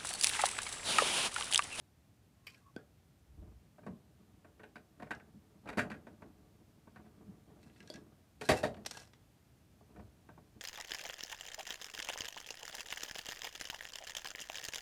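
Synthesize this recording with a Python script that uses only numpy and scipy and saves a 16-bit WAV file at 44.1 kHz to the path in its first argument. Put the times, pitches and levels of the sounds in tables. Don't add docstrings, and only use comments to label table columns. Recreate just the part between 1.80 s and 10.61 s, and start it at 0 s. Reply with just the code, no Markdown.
import sys
import numpy as np
from scipy import signal
from scipy.fft import rfft, irfft
from scipy.io import wavfile

SR = 44100
rng = np.random.default_rng(int(sys.argv[2]) if len(sys.argv) > 2 else 0)


def amplitude_ratio(level_db):
    exponent = np.asarray(level_db, float) / 20
    return 10 ** exponent


def transcribe(signal):
    frames = np.atleast_2d(signal).T
    limited = np.clip(frames, -1, 1)
    pcm = np.round(limited * 32767).astype(np.int16)
    wavfile.write(sys.argv[1], SR, pcm)


N = 388521

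# start in seconds, nominal peak in dB, hardness of the contact in dB.
KNOCKS = [(1.982, -52, -2), (2.032, -52, -5), (2.064, -37.5, -8.5), (2.645, -52, -2.5), (2.795, -48.5, 0),
          (2.833, -48.5, 6), (2.956, -44.5, 6.5), (3.198, -42.5, -3), (3.222, -41.5, 2), (3.267, -50.5, 1),
          (3.307, -38, 12), (3.399, -57.5, 11), (3.857, -42, -9.5), (3.873, -43.5, 3.5), (3.888, -34, 3),
          (3.928, -44, 5.5), (3.972, -28, 0.5), (3.981, -29, 8), (3.99, -33.5, 14), (4.101, -39.5, 5),
          (4.115, -44, 11), (4.14, -49.5, 3), (4.268, -43.5, -4), (4.42, -41.5, -7.5), (5.071, -50, -12),
          (5.159, -48.5, 2.5), (5.255, -60, 2.5), (5.701, -56.5, -8), (8.008, -55.5, -20),
          (8.161, -51.5, 0), (8.193, -50.5, -3), (8.488, -46.5, -4.5), (8.576, -47, -12.5)]
# start in seconds, nominal peak in dB, hardness in dB.
SLAMS = [(6.612, -36.5, 9), (6.689, -15.5, 0.7), (6.712, -21.5, 0.6), (6.831, -21.5, -5), (6.853, -33.5, 2),
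         (6.965, -47, -1.5)]
# start in seconds, nominal peak in dB, hardness in dB.
LID_SNAPS = [(0.668, -42, -1), (0.7438, -57, 0)]
# start in seconds, nominal peak in dB, hardness in dB.
BIN_TAPS = [(0.963, -39.5, 0), (6.101, -49.5, 6.5)]
# start in seconds, nominal peak in dB, hardness in dB.
TICKS = [(3.349, -60, 6), (5.8297, -62.5, -4), (5.898, -62.5, -16), (5.96, -60.5, -16), (6.004, -51.5, -1),
         (6.027, -60, 3), (6.0748, -55, 5), (6.093, -58.5, -2), (6.139, -48, 4), (6.157, -51.5, 4),
         (6.9431, -50, -11), (7.0502, -51, 0), (7.0608, -35.5, 10.5), (7.1098, -41.5, 9.5),
         (7.149, -53, -5), (7.1704, -43.5, 6), (7.199, -54, 8), (7.217, -57, 8), (7.232, -57, 0),
         (7.273, -62.5, 4), (7.334, -52.5, -6)]

# frequency in Hz, relative level in dB, t60 in seconds.
BODY = [(218, 2.5, 0.057), (309, 1.5, 0.039), (425.3, -5.5, 0.13), (603.4, -9.5, 0.051),
        (720, -12.5, 0.062), (921, -17.5, 0.046), (1138, -17, 0.032), (1510, 0.5, 0.0067), (1840, 2, 0.019),
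        (2380, 3, 0.0064), (2714, -15.5, 0.03), (3370, 3.5, 0.0022), (3820, 0.5, 0.015), (4590, 1.5, 0.011)]
# frequency in Hz, relative level in dB, t60 in seconds.
ARM = [(1530, 1, 0.039), (1660, -9, 0.0053)]
# frequency in Hz, relative level in dB, t60 in seconds.
HOPPER = [(618, -5, 0.032)]
# frequency in Hz, relative level in dB, t60 in seconds.
LID = [(1830, -16, 0.067), (2340, 0, 0.018), (3070, -9, 0.024), (4690, 6, 0.039), (5230, 0, 0.05),
       (5520, -4, 0.022)]
# frequency in Hz, relative level in dB, t60 in seconds.
BIN = [(345, -6.5, 0.02), (500, 2, 0.071), (608, -5, 0.037), (1530, -1.5, 0.073), (3330, -8.5, 0.035),
       (4750, -3, 0.024)]
# frequency in Hz, relative level in dB, t60 in seconds.
PIECES = [(740, 7.5, 0.0052), (1650, -11.5, 0.081), (1987, -12.5, 0.054), (2665, -12.5, 0.06),
          (4185, -4, 0.048), (4535, -8, 0.016), (5400, 7, 0.005), (5750, 1.5, 0.011), (8340, -6.5, 0.0025)]

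# level beside the hit's peak in dB, share of the hardness that is added (a plain ratio).
KNOCK_COLOUR = [(-12.5, 0.037), (-1.5, 0.098), (-13, 0.95), (-28.5, 0.81)]
# level beside the peak in dB, share of hardness (a plain ratio).
SLAM_COLOUR = [(-16, 0.61), (-1.5, 0.24), (-11.5, 0.59), (-18.5, 1)]
# level beside the peak in dB, share of hardness (a plain ratio).
LID_COLOUR = [(-53, 0), (-1, 0.15), (-15.5, 0.53), (-3, 0.95)]
# level beside the peak in dB, share of hardness (a plain ratio).
TAP_COLOUR = [(-12.5, -0.6), (-0.5, 1.55), (-12.5, -0.1), (-11.5, 3)]
# level beside the peak in dB, share of hardness (a plain ratio).
TICK_COLOUR = [(-5.5, 0.032), (-1.5, 0), (-17, 0.87), (-7, 1)]

# start in seconds, end in seconds, level in dB.
SLIDES = [(0.633, 0.85, -72.5), (5.78, 6.22, -75), (6.715, 6.837, -54.5), (6.6, 6.709, -55),
          (7.052, 7.284, -61)]
# time in seconds, level of the rub in dB.
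HANDLING = [(0, -80.5), (1.45, -82), (1.65, -59), (1.9, -74.5), (2.35, -75), (2.45, -61.5), (2.75, -73.5),
            (4.5, -65.5), (5.05, -72), (5.33, -56.5), (5.62, -67.5), (5.8, -60), (6.25, -59.5), (6.5, -80),
            (7.95, -79), (8.2, -57), (8.42, -91), (8.81, -69.5)]
# middle in seconds, frequency in Hz, level in dB, length in seconds.
DRONES = [(0.68, 1060, -79, 0.32), (0.823, 1110, -72, 0.049), (0.88, 1096, -68, 0.096),
          (1.636, 57, -47, 0.42), (2.676, 1540, -69, 0.044), (2.82, 1540, -63, 0.036),
          (3.561, 200, -53.5, 0.085), (5.497, 201, -51.5, 0.13), (6.857, 91, -52.5, 0.39),
          (8.228, 92, -55, 0.25), (2.103, 191, -50, 0.21), (6.717, 105.7, -41.5, 0.061)]
# frequency in Hz, relative level in dB per Hz.
ROOM_TONE = [(18, -37), (30, -6), (66, 7), (124, 6), (328, -6), (461, -12), (721, -12), (937, -17),
             (14400, -29), (16000, -24.5)]
# time in seconds, rms between 1 and 12 kHz in dB.
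HISS = [(0, -78), (8.81, -76)]

BODY_EDGES_HZ = [160, 500, 1200, 3000, 10000]
PIECE_EDGES_HZ = [600, 1200, 3500, 7000, 14000]
FORCE_BRIGHTENS = 0.29
SPOT_DB = 2.5
HOPPER_FROM_S, HOPPER_T60_S = 6.6, 0.019
LIGHT_BIN_DB = -37
SHAKE_DB, SHAKE_FOLLOWS, SHAKE_RISE_S, SHAKE_FADE_S = -41, 0.6, 0.022, 0.1
ROOM_T60_S, TREBLE_T60_S, WALL_CUT_HZ = 0.33, 0.17, 850
ROOM_DB = -6.5
BLUR_HZ = 130


def in_time(rows):
    s, *columns = np.transpose(rows)
    return [np.interp(np.arange(N) / SR, s, c) for c in columns]


def rms_one(x):
    return x / np.sqrt(np.mean(x ** 2) + 1e-20)


def band(x, low_hz, high_hz):
    return signal.sosfilt(signal.butter(2, [low_hz, min(high_hz, .45 * SR)], "band", fs=SR, output="sos"), x)


def ring(clicks, hz, t60):
    r = amplitude_ratio(-60 / (max(t60, .003) * SR))
    w = 2 * np.pi * hz / SR
    return signal.lfilter([0, np.sin(w)], [1, -2 * r * np.cos(w), r * r], clicks + 1e-18)


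def drift(rate):
    r = np.exp(-2 * np.pi * rate / SR)
    noise = rng.standard_normal(N + SR)
    return rms_one(signal.lfilter([1], [1, -2 * r, r * r], noise)[SR:])


def swell(middle, length):
    return np.cos(np.pi * np.clip((np.arange(N) / SR - middle) / length, -.5, .5)) ** 2


def registers(hits, colour):
    s, db, hard_db = np.transpose(hits)
    beside_db, share = np.transpose(colour)
    force_db = FORCE_BRIGHTENS * (db - db.mean())[:, None] * [0, 0, 0, 1]
    return s[:, None], db[:, None] + beside_db + share * hard_db[:, None] + force_db


def struck(hits, levels, modes, edges, chatter_s, crack_db, count, spread_db=SPOT_DB):
    wait = np.sort(rng.exponential(1, (len(hits), count)), axis=1)
    wait -= wait[:, :1]
    longer = amplitude_ratio(.12 * (levels.max(axis=1, keepdims=True) + 36.5))
    at = ((hits + chatter_s * longer * wait) * SR).astype(int).clip(0, N - 1)
    uneven = amplitude_ratio(3.5 * rng.standard_normal(wait.shape))
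    size = uneven * (0.5 + wait) * np.exp(-.8 * wait)
    size /= np.sqrt((size ** 2).sum(axis=1, keepdims=True))

    def contacts(db):
        clicks = size * amplitude_ratio(db)[:, None] * rng.choice([-1, 1], at.shape)
        return np.bincount(at.ravel(), clicks.ravel(), N)

    out = np.zeros(N)
    for hz, db, t60 in modes:
        register = np.clip(np.searchsorted(edges, hz) - 1, 0, 3)
        for twin in (1 - .016, 1, 1 + 0.012):
            strength = levels[:, register] + db + spread_db * rng.standard_normal(len(hits))
            out += ring(contacts(strength), hz * twin, t60)
    for register, db in enumerate(crack_db):
        low, high = edges[register:register + 2]
        crack = band(contacts(levels[:, register] + db) + 1e-18, low, high)
        out += band(crack, low / 1.5, high * 1.5)
    return out


def arm_knocks():
    return struck(*registers(KNOCKS, KNOCK_COLOUR), BODY + ARM, BODY_EDGES_HZ,
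                  chatter_s=.009, crack_db=[37.3, 30.4, 12.0, 27.3], count=90)


def bin_slams():
    return struck(*registers(SLAMS, SLAM_COLOUR), BODY + HOPPER, BODY_EDGES_HZ,
                  chatter_s=.009, crack_db=[32.0, 17, 22.0, 24.6], count=90)


def lid_snaps():
    return struck(*registers(LID_SNAPS, LID_COLOUR), LID, PIECE_EDGES_HZ,
                  chatter_s=0.0054, crack_db=[0, 9, 27, 14.0], count=30)


def bin_taps():
    return struck(*registers(BIN_TAPS, TAP_COLOUR), BIN, BODY_EDGES_HZ,
                  chatter_s=0.0016, crack_db=[56, 10.0, 26.0, 14.0], count=4, spread_db=1.0)


def piece_ticks():
    at, levels = registers(TICKS, TICK_COLOUR)
    early = at[:, 0] < HOPPER_FROM_S
    crack_db = [33.2, 26.5, 35.4, 3.6]
    damped = [(hz, db, min(t60, HOPPER_T60_S)) for hz, db, t60 in PIECES]
    in_bin = struck(at[early], levels[early] + [LIGHT_BIN_DB, 0, 0, 0], PIECES, PIECE_EDGES_HZ,
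                    chatter_s=0.0036, crack_db=crack_db, count=60)
    in_hopper = struck(at[~early], levels[~early], damped, PIECE_EDGES_HZ,
                       chatter_s=.004, crack_db=crack_db, count=60)
    return in_bin + in_hopper


def sliding(per_s):
    clicks = (rng.random(N) < per_s / SR) * rng.standard_normal(N) * amplitude_ratio(3.0 * drift(25))
    rings = sum(ring(clicks * amplitude_ratio(5.0 * drift(12)) / np.sqrt(hz), hz, t60) for hz, _, t60 in PIECES[1:])
    scrape = band(clicks, 1200, 8000)
    rattle = rms_one(rms_one(rings) + amplitude_ratio(-1.5) * rms_one(scrape))
    t = np.arange(N) / SR
    return rattle * sum(amplitude_ratio(db) * np.clip(np.minimum(t - a, b - t) / 0.056, 0, 1) for a, b, db in SLIDES)


def shaking():
    s, db, _ = np.transpose(KNOCKS + SLAMS)
    jolts = np.bincount((s * SR).astype(int), amplitude_ratio(SHAKE_DB + SHAKE_FOLLOWS * db), N)
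    t = np.arange(SR) / SR
    rise_and_fade = (1 - np.exp(-t / SHAKE_RISE_S)) * np.exp(-t / SHAKE_FADE_S)
    return signal.fftconvolve(jolts, rise_and_fade)[:N]


def handling():
    grip = rng.standard_normal(N) * amplitude_ratio(4.5 * drift(18))
    rub = sum(amplitude_ratio(db) * rms_one(ring(grip, hz, t60)) for hz, db, t60 in BODY[:7])
    scuff = band(grip, 50, 425)
    level = amplitude_ratio(in_time(HANDLING)[0]) + shaking()
    return level * rms_one(rms_one(rub) + amplitude_ratio(-10.5) * rms_one(scuff))


def drones(t60):
    noise = rng.standard_normal(N)
    return sum(amplitude_ratio(db) * swell(s, length) * rms_one(band(ring(noise, hz, t60), hz / 2, hz * 2))
               for s, hz, db, length in DRONES)


def living_room(x):
    t = np.arange(SR // 2) / SR
    noise = rng.standard_normal(len(t)) * (1 - np.exp(-t / 0.0075))
    low = signal.lfilter(*signal.butter(2, WALL_CUT_HZ, fs=SR), noise)
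    tail = low * amplitude_ratio(-60 * t / ROOM_T60_S) + (noise - low) * amplitude_ratio(-60 * t / TREBLE_T60_S)
    return signal.fftconvolve(x, tail / np.sqrt(np.sum(tail ** 2)))[:N]


def room_tone():
    hz = np.fft.rfftfreq(N, 1 / SR)[1:]
    at, db = np.transpose(ROOM_TONE)
    colour = np.append(0, amplitude_ratio(np.interp(np.log(hz), np.log(at), db)))
    noise = irfft(rfft(rng.standard_normal(N)) * colour, N)
    return amplitude_ratio(in_time(HISS)[0]) * noise / np.sqrt(np.mean(band(noise, 1000, 12000) ** 2))


def scene():
    toy = arm_knocks() + bin_slams() + lid_snaps() + bin_taps() + piece_ticks() + sliding(per_s=1500)
    blurred = toy * np.tanh(2 * drift(BLUR_HZ))
    room = amplitude_ratio(ROOM_DB) * living_room(blurred)
    return (toy + room + handling() + drones(t60=0.07) + room_tone())[None]


def band_limit(x):
    return signal.sosfilt(signal.butter(12, 16430, fs=SR, output="sos"), x)


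def record(dry):
    no_bass = signal.sosfilt(signal.butter(5, 50, "high", fs=SR, output="sos"), dry)
    mix = signal.sosfilt(signal.cheby2(10, 50, 16200, fs=SR, output="sos"), no_bass)
    return band_limit(mix)


dry = scene()
out = record(dry)
transcribe(out)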